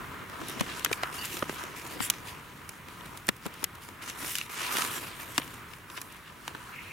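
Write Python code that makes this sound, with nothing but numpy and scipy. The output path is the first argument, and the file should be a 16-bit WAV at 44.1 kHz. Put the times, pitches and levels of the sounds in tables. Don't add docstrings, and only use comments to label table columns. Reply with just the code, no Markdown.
import sys
import numpy as np
from scipy import signal
from scipy.fft import rfft, irfft, next_fast_len
from scipy.io import wavfile
from scipy.ndimage import uniform_filter1d, map_coordinates

SR = 44100
rng = np.random.default_rng(int(sys.argv[2]) if len(sys.argv) > 2 else 0)


def log_audio(samples):
    frames = np.atleast_2d(samples).T
    limited = np.clip(frames, -1, 1)
    pcm = np.round(limited * 32767).astype(np.int16)
    wavfile.write(sys.argv[1], SR, pcm)


def boost_factor(decibels):
    exponent = np.asarray(decibels, float) / 20
    return 10 ** exponent


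N = 305172

# centre in Hz, time for a click to decay by 60 dB in seconds.
REGIONS = [(300, 0.025), (1150, 0.019), (2800, 0.021), (6000, 0.01388), (11000, 0.01363)]
# frequency in Hz, correlation (1 = alike).
CASE_ALIKE = [(100, 0.16), (300, 0.5), (700, 0.68), (1300, 0.26), (2400, 0.615), (4400, 0.46), (8000, 0.93),
              (15000, 1)]


def unit(x):
    return x / np.sqrt(np.mean(x ** 2) + 1e-20)


def along(points, hz):
    point_hz, value = np.transpose(points)
    return np.interp(np.log(hz + 1), np.log(point_hz + 1), value)


def wobble(rate):
    knots = rng.standard_normal(int(N * rate / SR) + 4)
    return map_coordinates(knots, [np.arange(N) * rate / SR])


def coloured(pair, gain, alike):
    size = next_fast_len(N + 8192)
    hz = np.fft.rfftfreq(size, 1 / SR)
    angle = np.arccos(np.clip(along(alike, hz), -1, 1)) / 2
    spectra = rfft(pair, size) * gain(hz) * [np.cos(angle), np.sin(angle)]
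    mid, side = irfft(spectra, size)[:, :N]
    return unit(np.array([mid + side, mid - side]))


def region(k, base_db, edge):
    # frequency in Hz, half width at half amplitude in Hz,
    # peak gain in dB on the scale of base_db.
    modes = [(306, 140, -7.5), (990, 49, 10), (1287, 145, 8), (1659, 320, 7), (2275, 420, 0.5),
             (2896, 119, -5.5), (3710, 665, 0.5), (5434, 1050, -0.5), (7363, 460, 2), (9300, 520, 7.5),
             (10660, 930, -2.5), (13500, 3120, 5.5)]

    def gain(hz):
        rings = sum(boost_factor(db) / (1 + ((hz - centre) / half_width) ** 2) for centre, half_width, db in modes)
        share = along([(centre, j == k) for j, (centre, _) in enumerate(REGIONS)], hz)
        low_end = 1 / (1 + (165 / (hz + 1)) ** 4)
        high_end = 1 / (1 + (hz / 15000) ** 8)
        return (boost_factor(base_db) + rings) * share ** edge * low_end * high_end
    return gain


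def slips(depth_db, rate):
    return boost_factor(depth_db * wobble(rate)) * rng.standard_normal((2, N))


def clicks():
    # time of the peak in seconds, level at the middle region
    # in dB before a common 2 dB, tilt in dB per octave, arch (taken away) in dB per octave squared,
    # left over right in dB.
    click_rows = [(0.299, -48, -1, 0.2, 2), (0.4161, -43, -3.7, 0.6, -1), (0.4853, -45, 4, -0.7, 0),
                  (0.4973, -45, 1.36, -0.93, 1), (0.597, -34, 0.38, 5, 2.5), (0.6088, -27.5, -1.8, 0.5, 2),
                  (0.796, -39, 1.42, 1.5, 5), (0.8476, -22, 3, 1.1, 0.5), (0.8611, -31.5, -7, 3, 8.5),
                  (0.9143, -37.1, -3.5, 0.1, 3), (0.929, -25, 2.5, 3.5, 1), (1.034, -26, -4, 2.2, -0.5),
                  (1.128, -43, -2.5, 1, 0), (1.2547, -39.5, 4.5, 0.5, 0), (1.3697, -36, -1.0, 1.4, 0),
                  (1.3928, -40, 1.3, 1.5, 2), (1.4255, -32.5, -7.5, 1.65, -1.5), (1.4955, -33, -5, 1.6, 0),
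                  (1.638, -39.5, -1, 0.4, 3), (2.0049, -34, -5.5, 2.0, 9.5), (2.1004, -21.5, 5, 1.06, -0.5),
                  (2.1378, -40.5, -1.8, 5, -1), (2.693, -40, 2.0, 0.2, -2), (2.8857, -48, -2.28, 1.1, -1),
                  (3.0099, -46.5, -5, 6, 5), (3.175, -45, 2.0, 0.49, -2), (3.27, -51.5, 4.8, -0.7, 1.5),
                  (3.2833, -37.5, 0, -0.2, -2), (3.2887, -20, -1.2, 1.0, -1.5), (3.3666, -56.5, 3, 0, -3),
                  (3.4564, -43.5, -3, 0, 1), (3.464, -39, -0.5, -0.2, 1), (3.5411, -52.4, 3, 0.78, 0),
                  (3.63, -42, -5.5, 1, 4.5), (3.6415, -26.5, 4, 0.4, 2), (3.7541, -53, 1, -0.3, -0.5),
                  (3.888, -45.5, -1.5, 0.46, 2), (4.078, -41, -3, 3, 6), (4.099, -36, 2, 1.7, 1),
                  (4.3547, -29.5, 5.5, 3.5, 1), (4.3848, -32.5, 4, 1.6, -1), (4.4133, -32.3, -0.8, 6, -1),
                  (4.4996, -46, -2, 0.5, -2), (4.752, -36.5, -1.6, 0.3, -5.5),
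                  (4.7695, -29.7, 1.74, 1.8, -2), (4.7844, -31.3, -0.5, 0.53, -2),
                  (4.8207, -27.5, -2, 1.8, -6), (4.849, -33, -2, 1.5, -5.5), (5.3798, -17, -0.5, 2.5, 2),
                  (5.398, -55, 1.7, -2, 0), (5.418, -36.5, -4, 9, 3.5), (5.445, -52.9, 2.3, 0.1, 2),
                  (5.4784, -47.7, 1.6, 2.14, 2.5), (5.5417, -53, 1.3, -1, 1), (5.736, -42.5, -0.9, 8, 9),
                  (5.9017, -43.5, -2, 1.92, 0), (5.9764, -37, -4.5, 2.5, 4.5),
                  (6.0166, -40.4, 2.5, -0.1, -2), (6.1243, -57, 2.5, -0.7, 4),
                  (6.479, -32, -2.5, 1.6, -0.5), (6.5497, -41.5, -10, 3, 1)]
    middle_hz = 2800
    before, length = 512, 4096
    out = np.zeros((2, N + length))
    t = np.arange(-before, length - before) / SR
    voices = [coloured(slips(depth_db=5.0, rate=1800), region(k, base_db=-18, edge=1.14), CASE_ALIKE)
              for k in range(len(REGIONS))]
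    octaves = np.log2(np.transpose(REGIONS)[0] / middle_hz)
    for s, middle_db, tilt, arch, pan_db in click_rows:
        levels = middle_db + tilt * octaves - arch * octaves ** 2
        start = round(s * SR) - before
        balance = boost_factor([[pan_db / 2], [-pan_db / 2]])
        swell_s = 0.000427 * boost_factor(-0.55 * (max(levels) + 21))
        for voice, db, (hz, t60) in zip(voices, levels, REGIONS):
            late = t - 0.4 / hz
            rise = np.exp(-abs(late) / (swell_s + 0.078 / hz))
            decay = boost_factor(-60 * abs(late) / t60)
            shape = np.where(late < 0, rise, decay)
            burst = shape * voice[:, start % (N - length):][:, :length]
            burst = burst / np.linalg.norm(burst, axis=1, keepdims=True)
            size = boost_factor(db + 2) * np.linalg.norm(shape)
            out[:, start:start + length] += size * balance * burst
    return out[:, :N]


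def pushes():
    # start in seconds, level in dB before a common 4 dB and the soft onset,
    # frequency in Hz, share at the right port (negative = opposite in sign).
    push_rows = [(0.415, -26, 300, -0.2), (0.609, -14.5, 194, -0.62), (0.9125, -24.5, 510, 0.73),
                 (0.9299, -18.5, 2340, 0.97), (1.0328, -23.5, 726, 0.83), (1.0335, -28.5, 450, 0.85),
                 (1.424, -22.5, 575, 0.94), (1.424, -22.5, 1250, 0.99), (1.4957, -28.5, 393, 0.99),
                 (2.0045, -19.5, 237.6, -0.68), (3.2884, -17, 1764, 1.05), (3.2885, -21, 1100, 0.6),
                 (3.2895, -20, 194, -0.43), (3.463, -20.5, 217, -0.28), (4.3537, -21.5, 2900, 0.9),
                 (4.3845, -26, 2940, 0.9), (4.4135, -27, 2750, .9), (5.3795, -13.5, 2810, 0.76),
                 (5.381, -23.5, 706, 0.9), (5.383, -22, 279.7, 0.94), (5.4175, -32, 2500, .7)]
    length = 4096
    out = np.zeros((2, N + length))
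    t = np.arange(length) / SR
    for s, db, hz, right in push_rows:
        t60 = 0.0086 + 5.9 / hz
        decay = boost_factor(db + 4 - 60 * t / t60)
        onset = 1 - np.exp(-t * hz / 0.37)
        swing = decay * np.sin(2 * np.pi * hz * t) * onset
        out[:, round(s * SR):][:, :length] -= swing * [[1], [right]]
    return out[:, :N]


def rubbing():
    friction = patchy(slips(depth_db=1.5, rate=300), patchy_db=2.0)
    flutter_db = 0.7 * wobble(40)
    out = np.zeros((2, N))
    for k, db in enumerate(rub_levels()):
        level = boost_factor(db - 3.0 + flutter_db + 1.04 * wobble(30))
        rubbed = coloured(friction, region(k, base_db=-9, edge=1.5), CASE_ALIKE)
        out += level * unit(crumbs()) * rubbed
    return out


def rub_levels():
    # time in seconds, thud (lowest region) and knock (second
    # region) levels in dB before the common shift and the wavering in rubbing().
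    grip = [(0.0, -52, -45), (0.59, -41.5, -44), (0.98, -50, -40.5), (1.45, -47.5, -46),
            (1.6, -46.5, -38.5), (1.72, -51, -46), (1.98, -45.5, -44.5), (2.19, -50.5, -46),
            (2.81, -59, -52), (3.05, -50, -48.5), (3.38, -66, -55.5), (3.55, -54, -49.5),
            (3.72, -60.5, -52.5), (4.27, -46, -45), (4.46, -53.5, -50), (4.77, -41, -31.5),
            (5.17, -51.5, -48), (5.48, -54, -47.5), (5.84, -63, -53.5), (5.98, -54.5, -48.5),
            (6.3, -59, -52.5), (6.51, -48.5, -49.5), (6.71, -60, -46.5), (6.92, -52, -52)]
    # scrape, hiss and fizz (the high three regions) in dB relative to its knock.
    grip_treble_db = [-9.5, -21.5, -30]
    # time of the peak in seconds, seconds to rise 10 dB,
    # seconds to fall 10 dB (both held to a shortest time), level in dB before the same shift and wavering,
    # tilt in dB from one region to the next, about an octave.
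    strokes = [(0.367, 0.079, 0.021, -55, -5.5), (0.49, 0.095, 0.07, -48.5, -3.4),
               (0.607, 0.02, -0.02, -43, -4.2), (0.68, 0.274, 0.2, -53.7, -8),
               (0.778, 0.181, 0.16, -46.5, -4), (0.922, 0, 0.06, -45.5, 1.5),
               (1.035, 0.038, 0.15, -54.0, 0), (1.153, 0.03, 0.321, -44.5, -1.5),
               (1.243, 0.03, 0.044, -44.2, 0.5), (1.336, 0.03, 0.063, -41, -0.3),
               (1.504, 0.031, 0.116, -49, -3), (1.589, 0.029, 0.205, -51.5, -3),
               (1.775, 0.02, 0.1, -47, -1.8), (1.915, 0.082, 0.077, -47.5, -2.9),
               (2.02, 0.02, 0.11, -46.5, -7), (2.044, 0.039, 0.0343, -39, 3),
               (2.11, 0.03, 0.133, -57.5, 0.6), (2.288, 0.036, 0.032, -45.5, -1.5),
               (2.41, 1, 0.3, -61.5, -2.8), (2.772, 0.2, 0.021, -60.5, 1), (2.91, 0.05, 0.4, -58.5, -2),
               (3.053, 0, 0.054, -58, -1.2), (3.174, 0.018, 0.038, -55.5, 0.2),
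               (3.459, 0.033, 0.029, -52, -2), (3.64, 0.12, -0.04, -54, -3), (3.822, 0.01, 0.1, -52.5, 0.5),
               (4.027, 0.01, 0.1, -49.5, -1.8), (4.088, 0.022, 0.04, -44.5, -4.5),
               (4.201, 0.028, 0.14, -46.5, -0.1), (4.314, 0.099, 0.1052, -38.5, 0.9),
               (4.39, 0.302, 0.08, -53.5, -9.5), (4.513, 0.019, 0.14, -46, -1.6),
               (4.611, 0.065, 0.133, -39, -3.5), (4.788, 0.105, 0.13, -35.0, -1),
               (4.922, 0.019, 0.14, -40.5, 0.6), (5.048, 0.04, 0.4, -56.2, -10),
               (5.212, 0.071, 0.2, -54.2, 6), (5.389, 0.074, 0.016, -45.5, 0.1),
               (5.534, 0.2, 0.08, -55.5, -1.2), (5.746, 0.065, 0.066, -58, -0.5),
               (5.919, 0.04, 0.284, -56.5, 2.5), (5.977, 0.02, 0.017, -50.2, -7),
               (6.125, 0.034, 0.047, -59.0, -10.5), (6.286, 0.115, 0.032, -63.0, -10.0),
               (6.481, 0.064, 0.03, -55.5, -1), (6.659, 0.4, 0.7, -58, -3.5)]
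    # scrape, hiss and fizz in dB relative to its level.
    stroke_colour_db = [.5, -0.57, 1]
    roundness = 1.6
    quickest_s = 0.008
    t = np.arange(N) / SR
    grip_s, thud, knock = np.transpose(grip)
    thud_db, knock_db = np.interp(t, grip_s, thud), np.interp(t, grip_s, knock)
    power = boost_factor(2 * (knock_db + np.c_[grip_treble_db]))
    for s, rise, fall, db, tilt in strokes:
        rising = (s - t) / max(rise, quickest_s)
        falling = (t - s) / max(fall, quickest_s)
        swell_db = db - 10 * np.where(t < s, rising, falling) ** roundness
        colour_db = np.c_[stroke_colour_db] + tilt * np.c_[[-1, 0, 1]]
        power = power + boost_factor(2 * swell_db) * boost_factor(2 * colour_db)
    return [thud_db, knock_db, *(10 * np.log10(power))]


def patchy(x, patchy_db):
    spectrum = signal.stft(x, nperseg=256)[2]
    field = rng.standard_normal(spectrum.shape[1:])
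    field = uniform_filter1d(field, size=4, axis=0)
    field = uniform_filter1d(field, size=28, axis=1)
    return signal.istft(spectrum * boost_factor(patchy_db * unit(field)), nperseg=256)[1][:, :N]


def crumbs():
    breaks_per_s, jump, t60_s = 150, 0.44, 0.011
    breaks = (rng.random(N) < breaks_per_s / SR) * rng.exponential(size=N)
    return 1 + jump * signal.lfilter([1], [1, -boost_factor(-60 / (t60_s * SR))], breaks)


def rasps():
    # start in seconds, end in seconds, centre in Hz,
    # half width at half amplitude in Hz, level in dB.
    rasp_rows = [(0, 0.293, 1730, 496, -53.5), (1.169, 1.249, 2840, 170, -44.5),
                 (1.18, 1.223, 4620, 200, -45.5), (1.306, 1.362, 2900, 250, -49),
                 (2.017, 2.074, 9500, 1800, -38.5), (2.022, 2.073, 7415, 250, -42),
                 (4.56, 4.658, 1340, 400, -41.5), (6.727, 6.95, 2373, 448, -47)]
    t = np.arange(N) / SR
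    out = np.zeros((2, N))
    for start, end, centre_hz, width_hz, db in rasp_rows:
        band = lambda hz: 1 / (1 + ((hz - centre_hz) / width_hz) ** 4)
        tone = coloured(slips(depth_db=3.0, rate=110), band, CASE_ALIKE)
        fade = np.clip(np.minimum(t - start, end - t) / 0.014 + 0.5, 0, 1)
        out += boost_factor(db) * fade * tone
    return out


def air():
    # frequency in Hz, relative density in dB per Hz.
    spectrum_db = [(15, -42), (25, -7.5), (97, 5), (170, 3), (210, -2.5), (290, -3), (410, -5.5),
                   (600, -12.5), (860, -10), (970, -3.5), (1400, -6.5), (2200, -7), (3300, -14),
                   (5000, -23), (15800, -22), (16500, -52)]
    # frequency in Hz, correlation (1 = alike).
    air_alike = [(30, 0.59), (110, 0.882), (600, 0.977), (1400, 1), (3500, 0.32), (7000, 0.96), (15000, 1)]
    noise = rng.standard_normal((2, N))
    hum = coloured(noise, lambda hz: boost_factor(along(spectrum_db, hz)), air_alike)
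    return boost_factor(-49.5 + 2.0 * wobble(3.284)) * hum


def scene():
    return clicks() + pushes() + rubbing() + rasps() + air()


def top_cut(x):
    return signal.sosfilt(signal.butter(12, 16820, fs=SR, output="sos"), x)


def record(dry):
    top_hz, slope_db_per_hz = 15800, -0.025
    hz = np.fft.rfftfreq(N, 1 / SR)
    heard = irfft(rfft(dry) * boost_factor(slope_db_per_hz * np.maximum(hz - top_hz, 0)), N)
    return top_cut(heard)


dry = scene()
out = record(dry)
log_audio(out)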